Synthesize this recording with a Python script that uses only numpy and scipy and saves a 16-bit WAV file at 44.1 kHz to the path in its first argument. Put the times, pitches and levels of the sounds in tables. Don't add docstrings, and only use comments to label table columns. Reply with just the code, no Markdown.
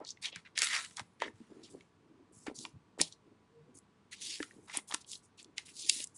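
import sys
import numpy as np
from scipy import signal
from scipy.fft import rfft, irfft, next_fast_len
from scipy.io import wavfile
from scipy.ndimage import uniform_filter1d

SR = 44100
rng = np.random.default_rng(int(sys.argv[2]) if len(sys.argv) > 2 else 0)


def generate_wav(signal):
    frames = np.transpose(np.atleast_2d(signal))
    scaled = np.clip(frames, -1, 1) * 32767
    pcm = np.round(scaled).astype(np.int16)
    wavfile.write(sys.argv[1], SR, pcm)


N = 272119
TIME = np.arange(N) / SR

# [start t/s, attack t/s, hold t/s, release t/s, level/dB, flex resonance f/Hz, tilt above it/dB per octave]
STROKES = [(0, 0.004, 0.021, 0.045, -52.5, 537, -14.5), (0.051, 0.026, 0.038, 0.021, -51.5, 4800, -19.5),
           (0.213, 0.034, .012, 0.034, -41.5, 1940, -5.5), (0.253, 0.0094, .022, 0.023, -45.5, 2930, -14.5),
           (0.314, 0.021, 0.017, 0.019, -51, 3120, -28), (0.349, 0.012, 0.013, 0.044, -54.5, 1480, -8.5),
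           (0.448, 0.0058, 0.012, 0.034, -56.5, 1670, -14.5), (0.551, .008, .008, 0.024, -50, 2050, -12.5),
           (0.566, 0.021, 0.11, 0.2, -40.5, 1480, -4), (0.616, 0.0048, 0.015, 0.056, -32.5, 1460, -1.5),
           (.695, 0.045, .03, 0.07, -33.5, 1610, -6.5), (0.826, 0.019, 0.017, 0.016, -47.5, 1582, -4.5),
           (0.961, 0.024, .02, 0.015, -47.5, 970, -5), (1.206, .012, 0.031, 0.038, -44.5, 1700, -12),
           (1.295, 0.096, 0.42, 0.12, -74, 1500, -3), (1.628, 0.0094, 0.01, 0.061, -57, 3840, -10.5),
           (1.691, 0.016, 0.012, 0.066, -61.5, 3640, 5.5), (2.319, 0.021, 0.12, 0.03, -63.5, 7200, -6.5),
           (2.463, 0.0072, 0.012, 0.027, -46.5, 760, -10), (2.542, 0.018, 0.08, 0.057, -50.5, 5140, -9),
           (2.984, 0.013, 0.017, 0.044, -43.5, 895, -3.5), (3.006, 0.0041, 0.011, 0.055, -37.5, 3300, -9.5),
           (3.108, 0.018, .008, 0.02, -60.5, 4400, -16.5), (3.74, 0.013, 0.032, 0.019, -60, 7050, -10),
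           (4.11, 0.017, 0.014, 0.02, -48, 1760, -2.5), (4.14, .02, 0.051, .03, -60.5, 3020, -7),
           (4.201, 0.018, 0.051, 0.21, -43.5, 2970, -3), (4.271, 0.04, 0.029, 0.077, -42.5, 2960, -7.5),
           (4.406, 0.028, 0.0099, 0.016, -56, 1190, -1), (4.622, 0.016, 0.025, 0.033, -68, 7900, -5),
           (4.669, 0.047, 0.0057, 0.029, -52.5, 1440, -4.5), (4.725, 0.018, 0.03, 0.036, -42, 1970, -5.5),
           (4.87, .015, 0.014, 0.02, -50, 2000, 8), (4.89, .03, .025, 0.064, -51, 1070, -1),
           (5.005, 0.0078, 0.0044, 0.014, -54, 3980, -4.5), (5.058, 0.052, 0.038, 0.047, -48.5, 3660, 0.5),
           (5.219, 0.023, 0.0098, .04, -66, 7520, -12), (5.371, 0.028, 0.0041, 0.036, -54, 2600, -5.5),
           (5.559, 0.027, .005, 0.055, -53, 1820, -5), (5.651, 0.0082, 0.038, 0.063, -55.5, 2440, 2),
           (5.727, 0.066, 0.15, 0.11, -46, 4260, -6), (5.849, 0.047, .15, 0.0071, -42, 2660, 4),
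           (6.14, 0.025, 0.0058, 0.037, -53, 8300, -18)]
# [f/Hz, width f/Hz, lift/dB]
HOLDER_RESONANCES = [(960, 160, 4), (1400, 220, -1.5), (2120, 400, 3), (3700, 700, 1.5), (5300, 1200, 1.5),
                     (7000, 2200, 3.5)]
# [f/Hz, lift/dB]
CARD_MODES = [(1337, 7.5), (1426, 1), (1568, 2), (1846, 4.5), (2038, 2), (2286, -1.5), (2632, -2.5),
              (2746, 2), (3442, 2.5), (3790, 4), (4626, 5), (5357, 1.5), (6060, 3)]
# [t/s, level/dB, flex resonance f/Hz, tilt above it/dB per octave]
SNAPS = [(0.049, -48, 4400, -19), (0.069, -48, 4540, -39), (0.0895, -43.5, 4640, -27),
         (0.105, -39.5, 6360, -40), (0.172, -58.5, 2140, -15), (0.245, -40.5, 3830, -28),
         (0.2555, -34.5, 3350, -18), (0.327, -48, 3330, -28), (0.3593, -42, 1620, -4),
         (0.577, -28.5, 1790, -2), (0.5886, -28, 4700, -7), (0.6189, -24, 1610, 1), (0.626, -38, 2490, -1),
         (0.6441, -32, 1460, 5.5), (0.6708, -33, 2130, -5), (0.848, -44.5, 1970, -2), (0.91, -58, 1396, -2),
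         (0.9692, -39.5, 3380, 0.5), (0.995, -38.5, 1210, -3.5), (1.2021, -50, 1920, -7),
         (1.22, -35, 1984, -11.5), (1.279, -46.5, 1810, -25), (1.808, -58, 2250, -10.5),
         (2.4674, -46, 600, -2), (2.588, -43, 4160, -5), (2.651, -41, 2430, -12), (3.0, -37.5, 1940, -10),
         (3.014, -19, 4260, 4.5), (3.124, -50, 4200, -11), (3.787, -54, 7970, 7), (4.4013, -41, 1750, -27),
         (4.428, -38, 1420, -5), (4.509, -56, 1920, -30), (4.6972, -47, 2060, -14.5),
         (4.7716, -26.5, 1790, 24), (4.787, -50, 2110, -24), (4.9123, -42.5, 3390, -19),
         (4.923, -42, 1250, -6.5), (4.9399, -35.5, 650, 1), (4.9443, -28.5, 1120, 1),
         (5.045, -59, 3280, -18), (5.1162, -42, 3660, 2), (5.132, -44.5, 3320, -10),
         (5.154, -47, 4300, -21), (5.428, -53.5, 7660, -18), (5.445, -55, 3540, -3),
         (5.5809, -33, 2140, -4.5), (5.8958, -18, 2790, -0.5), (6.003, -42.5, 2900, -13),
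         (6.041, -36, 7700, -22), (6.072, -48, 5860, 7.5)]
# [top t/s, half length t/s, level/dB, resonance f/Hz]
SCRAPES = [(0.26, 0.023, -61, 940), (0.333, 0.0079, -60.5, 540), (0.598, 0.02, -59, 615),
           (0.763, 0.031, -60, 670), (1.257, 0.023, -49.5, 401), (2.654, 0.0045, -49, 950),
           (4.695, 0.013, -54, 1022), (4.762, 0.014, -48.5, 930), (4.916, 0.011, -50, 1020),
           (5.591, 0.0059, -62.5, 950), (5.699, 0.014, -61.5, 2550)]
# [t/s, level/dB, knock centre f/Hz, number of rebounds]
KNOCKS = [(0.014, -40.5, 560, 0), (0.362, -47.5, 160, 0), (0.621, -46.5, 570, 1), (0.997, -40, 830, 0),
          (1.008, -44, 140, 1), (1.2205, -25.5, 800, 0), (1.336, -54, 98, 1), (1.403, -45.5, 250, 1),
          (1.749, -41.5, 415, 0), (2.368, -51, 130, 0), (2.467, -40, 645, 0), (2.48, -31.5, 326, 0),
          (2.499, -42.5, 530, 0), (2.513, -40, 335, 0), (2.581, -49.5, 167, 1), (2.6518, -48, 950, 1),
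          (2.738, -46, 117, 0), (2.752, -46, 135, 1), (2.978, -48, 617, 0), (2.989, -39, 380, 0),
          (3.003, -32.5, 229.2, 0), (3.0075, -34, 420, 0), (3.0138, -33.5, 690, 0), (4.4029, -30.5, 394, 0),
          (4.772, -42, 316, 0), (4.786, -45, 910, 0), (4.922, -42, 940, 0), (4.9404, -41.5, 307, 0),
          (4.9447, -40, 990, 0), (5.961, -49.5, 244, 0), (6.001, -48.5, 389, 0)]
# [f/Hz, level/dB, 60 dB decay t/s]
BOX_MODES = [(62.4, -12.5, 0.059), (105, 6, 0.045), (165, -7.5, 0.18), (225, 0.5, .05), (290, 0, 0.05),
             (412, 0, 0.021), (591, -9.5, 0.048), (797, 3, 0.023), (920, 3.5, 0.034), (1106, -8.5, 0.019),
             (1860, -4.5, 0.022)]
# [top t/s, half length t/s, level/dB]
BRUSHES = [(0.718, 0.15, -71.5), (1.261, 0.03, -49.5), (1.514, 0.012, -49), (1.597, 0.04, -52.5),
           (1.74, 0.04, -53.5), (2.173, 0.11, -63.5), (2.624, 0.053, -59), (3.273, .014, -58.5),
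           (3.322, 0.011, -61), (3.72, .045, -65), (4.29, 0.055, -67), (4.428, 0.039, -60.5),
           (4.57, 0.05, -60), (4.782, .02, -57.5), (5.458, 0.055, -64.5), (5.88, 0.12, -66)]
# [f/Hz, level/dB per Hz]
SHUFFLE_COLOUR = [(40, -25.5), (95, -7.5), (170, -11.5), (240, 2), (310, 6.5), (400, 0), (520, -12.5),
                  (900, -21.5), (3000, -52)]
# [top t/s, half length t/s, f/Hz, rms level at the top/dB]
SWELLS = [(3.581, 0.029, 463, -61), (3.615, .035, 155, -64.5), (3.683, 0.013, 488, -66.5)]
# [f/Hz, level/dB per Hz]
ROOM_COLOUR = [(25, -27.5), (60, -8.5), (105, -3), (200, 0), (300, -8), (450, -9), (560, -14.5),
               (1000, -13), (1700, -19), (4500, -27), (8800, -32.5), (12000, -47.5)]
# [f/Hz, rms level/dB]
HUM = [(100, -82), (441, -83.5), (991, -87), (1141, -87.5)]

RELEASE_DROP_DB, FLEX_GLIDE_OCTAVES_PER_S, TILT_PER_DB = 20, -2.7, -0.33
RINGING_FROM_TILT_DB, DAMPING_DB_PER_TILT_DB = -9, 0.45
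CARD_MODE_WIDTH_HZ = 32
SCRAPE_Q = 2.3
REBOUND_S, REBOUND_LOSS_DB = 0.0091, 0.5
DESK_HZ, DESK_T60_S, DESK_DB, SOFT_CONTACT_HZ = 68, 0.044, -19, 260
RESTING_HANDS_DB = -78
ROOM_HISS_DB, ROOM_T60_S, ROOM_WET_DB = -69.5, 0.19, -16.5
TREBLE_EDGE_HZ, MIC_TOP_HZ = 10380, 12300


def sliding(patchy_db=2.5, judder_db=1.3, judder_hz=90):
    control_t = TIME[::44]
    level_db, flex_hz, tilt_db = stroke_controls(control_t)
    level_db = np.interp(TIME, control_t, level_db)
    hz, t, spectra = signal.stft(friction(level_db), SR, nperseg=384, noverlap=288)
    hz = hz[:, None]
    moving_flex_hz = np.exp(np.interp(t, control_t, np.log(flex_hz)))
    gain = sheet_gain(hz, moving_flex_hz, np.interp(t, control_t, tilt_db), damping=1.0)
    gain = gain * (hz < TREBLE_EDGE_HZ * 1.2)
    gain = gain * from_db(patchy_db * patches(gain.shape, frame_count=13, bin_count=5))
    gain = gain / np.sqrt(np.mean(gain ** 2, axis=0))
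    sound = signal.istft(spectra * gain, SR, nperseg=384, noverlap=288)[1][:N]
    return sound * from_db(level_db + judder_db * drift(judder_hz))


def stroke_controls(t):
    start, attack, hold, release, level_db, flex_hz, tilt_db = np.transpose(STROKES)[:, :, None]
    age = t - start
    fade = np.clip((age - attack - hold) / release, 0, 10)
    speed = np.clip(age / attack, 0, 1) * from_db(-RELEASE_DROP_DB * fade)
    power = (speed * from_db(level_db)) ** 2 + 1e-16
    total = power.sum(axis=0)
    share = power / total
    octaves = np.log2(flex_hz) + FLEX_GLIDE_OCTAVES_PER_S * np.clip(age, 0, attack + hold + release)
    tilt_db = tilt_db + TILT_PER_DB * 20 * np.log10(speed + 1e-2)
    return 10 * np.log10(total), 2 ** np.sum(share * octaves, axis=0), np.sum(share * tilt_db, axis=0)


def friction(level_db, crinkle_from_db=-34, crinkle_share=0.65):
    pressure = np.minimum(from_db((level_db - crinkle_from_db) / 2), 1)
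    fine = microslips(per_s=4900, spread_db=4.5, smooth=0.82)
    crinkles = crinkle_share * pressure * microslips(per_s=260, spread_db=2.0, smooth=0.057)
    return (fine + crinkles) / np.sqrt(1 + (crinkle_share * pressure) ** 2)


def microslips(per_s, spread_db, smooth):
    sizes = from_db(spread_db * np.minimum(rng.exponential(1, N), 4)) * rng.choice([-1, 1], N)
    slips = rms_one(sizes * (rng.random(N) < per_s / SR))
    return rms_one(slips + smooth * rng.standard_normal(N))


def sheet_gain(hz, flex_hz, tilt_db, damping):
    u = (hz / flex_hz) ** 2
    holder_db = sum(db / (1 + (2 * (hz - centre) / width) ** 2) for centre, width, db in HOLDER_RESONANCES)
    softness_db = np.minimum(tilt_db - RINGING_FROM_TILT_DB, 0)
    damping = damping * from_db(DAMPING_DB_PER_TILT_DB * softness_db)
    flex = u ** 2 / ((1 - u) ** 2 + damping * u)
    leak = u / (u + 0.47)
    return flex * leak * from_db(tilt_db * np.log2(1 + u ** 2) / 4 + holder_db)


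def patches(shape, frame_count, bin_count):
    field = uniform_filter1d(rng.standard_normal(shape), frame_count, axis=1)
    return rms_one(uniform_filter1d(field, bin_count, axis=0))


def card_ringing(x):
    r = np.exp(-np.pi * CARD_MODE_WIDTH_HZ / SR)
    out = x
    for hz, lift_db in CARD_MODES:
        band = np.array([1, 0, -1]) * (1 - r * r) / 2
        feedback = [1, -2 * r * np.cos(2 * np.pi * hz / SR), r * r]
        mode = signal.lfilter(band, feedback, x + 1e-18)
        out = out + (from_db(lift_db) - 1) * mode
    return out


def snapping(scatter=0.075, scatter_t60_s=0.02, ring_share=0.03, ring_t60_s=0.025,
             creep=0.03, creep_s=0.004, spread_s=0.0012):
    out, t = np.zeros(N), TIME[:2048]
    before = TIME[:512][::-1]
    hz = np.fft.rfftfreq(len(t), 1 / SR)
    reach = 1 / np.sqrt(1 + (hz / TREBLE_EDGE_HZ) ** 16)
    for s, level_db, flex_hz, tilt_db in SNAPS:
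        force = scatter * rng.standard_normal(len(t)) * from_db(-60 * t / scatter_t60_s)
        force += ring_share * np.sin(2 * np.pi * flex_hz * t) * from_db(-60 * t / ring_t60_s)
        force[0] += 1
        lead_in = creep * rng.standard_normal(len(before)) * np.exp(-before / creep_s)
        pulse = causal_pulse(sheet_gain(hz, flex_hz, tilt_db, damping=0.66) * reach)
        sound = signal.fftconvolve(np.r_[lead_in, force], dispersed(pulse, spread_s))
        add(out, s - before[0], sound, level_db)
    return out


def causal_pulse(gain):
    cepstrum = irfft(np.log(gain / gain.max() + 1e-4))
    half = len(cepstrum) // 2
    return irfft(np.exp(rfft(2 * cepstrum[:half], 2 * half)))


def dispersed(pulse, spread_s):
    hz = np.fft.rfftfreq(len(pulse), 1 / SR)
    return irfft(rfft(pulse) * np.exp(-4j * np.pi * spread_s * np.sqrt(1000 * hz)))


def scraping():
    force = microslips(per_s=1500, spread_db=7.0, smooth=0.44)
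    out = np.zeros(N)
    for s, half, level_db, hz in SCRAPES:
        broad = signal.lfilter(*signal.iirpeak(hz, 1, fs=SR), force)
        drag = rms_one(signal.lfilter(*signal.iirpeak(hz, SCRAPE_Q, fs=SR), broad))
        out += drag * from_db(level_db) * np.exp(-((TIME - s) / half) ** 2 / 2)
    return out


def knocking(trim_db=-3.5, width=1.38, uneven_db=6.26):
    out, t = np.zeros(N), TIME[:SR // 5]
    hz, mode_db, t60 = np.transpose(BOX_MODES)
    rings = np.cos(2 * np.pi * hz[:, None] * t) * from_db(-60 * t / t60[:, None])
    for s, level_db, centre_hz, rebounds in KNOCKS:
        contact = signal.butter(2, [centre_hz / width, centre_hz * width], "band", fs=SR, output="sos")
        for k in range(1 + round(rebounds)):
            strength = from_db(mode_db + uneven_db * rng.standard_normal(len(hz)))
            sound = signal.sosfilt(contact, strength @ rings)
            add(out, s + k * REBOUND_S, sound, level_db + trim_db - k * REBOUND_LOSS_DB)
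    return out


def desk_thuds():
    out, t = np.zeros(N), TIME[:SR // 4]
    thud = np.sin(2 * np.pi * DESK_HZ * t) * from_db(-60 * t / DESK_T60_S)
    for s, level_db, centre_hz, _ in KNOCKS:
        hardness_db = 20 * np.log10(1 + (centre_hz / SOFT_CONTACT_HZ) ** 2)
        add(out, s, thud, level_db + DESK_DB - hardness_db)
    return out


def shuffling(trim_db=-3.0, lumpy_db=3.5):
    power = from_db(RESTING_HANDS_DB) ** 2
    for s, half, level_db in BRUSHES:
        power = power + from_db(level_db) ** 2 * np.exp(-((TIME - s) / half) ** 2)
    return coloured_noise(SHUFFLE_COLOUR) * np.sqrt(power) * from_db(trim_db + lumpy_db * drift(26))


def room(x, build_s=0.0038, wall_hz=8000):
    t = TIME[:SR // 2]
    tail = rng.standard_normal(len(t)) * from_db(-60 * t / ROOM_T60_S) * (1 - np.exp(-t / build_s))
    tail = tail / np.sqrt(np.sum(tail ** 2))
    tail = signal.sosfilt(signal.butter(1, wall_hz, fs=SR, output="sos"), tail)
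    return signal.fftconvolve(x, tail)[:N]


def swells():
    out = np.zeros(N)
    for s, half, hz, level_db in SWELLS:
        tone = np.sqrt(2) * np.sin(2 * np.pi * hz * TIME + 0.89 * drift(11))
        out += from_db(level_db) * tone * np.exp(-((TIME - s) / half) ** 2 / 2)
    return out


def background():
    out = from_db(ROOM_HISS_DB) * coloured_noise(ROOM_COLOUR)
    for hz, level_db in HUM:
        out += np.sqrt(2) * from_db(level_db) * np.sin(2 * np.pi * hz * TIME + 1.8 * drift(2.4))
    return out


def coloured_noise(points):
    hz, db = np.transpose(points)
    size = next_fast_len(N)
    bins = np.maximum(np.fft.rfftfreq(size, 1 / SR), 1)
    gain = from_db(np.interp(np.log(bins), np.log(hz), db))
    return rms_one(irfft(rfft(rng.standard_normal(size)) * gain, size)[:N])


def drift(rate_hz):
    r = np.exp(-40 * np.pi * rate_hz / SR)
    slow = signal.lfilter([1], [1, -2 * r, r * r], rng.standard_normal(N // 20 + 2002))[2000:]
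    return np.interp(np.arange(N) / 20, np.arange(len(slow)), rms_one(slow))


def from_db(db):
    return 10 ** (np.asarray(db) / 20)


def rms_one(x):
    return x / np.sqrt(np.mean(x ** 2) + 1e-20)


def add(track, s, sound, level_db):
    start = max(round(s * SR), 0)
    sound = sound / np.sqrt(np.sum(sound ** 2) / (0.005 * SR))
    track[start:start + len(sound)] += from_db(level_db) * sound[:N - start]


def scene():
    slides = card_ringing(sliding()) + scraping()
    snaps = card_ringing(snapping())
    knocks = knocking() + desk_thuds()
    to_walls = snaps + from_db(4.0) * knocks + from_db(-10.5) * slides
    reflections = from_db(ROOM_WET_DB) * room(to_walls)
    mix = slides + snaps + knocks + reflections + shuffling() + swells() + background()
    return mix[None, :]


def record(dry, leak_db=-20):
    passed = signal.sosfilt(signal.ellip(8, 0.3, 60, TREBLE_EDGE_HZ, fs=SR, output="sos"), dry)
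    shelved = passed + from_db(leak_db) * dry
    return signal.sosfilt(signal.ellip(10, 0.2, 80, MIC_TOP_HZ, fs=SR, output="sos"), shelved)


dry = scene()
out = record(dry)
generate_wav(out)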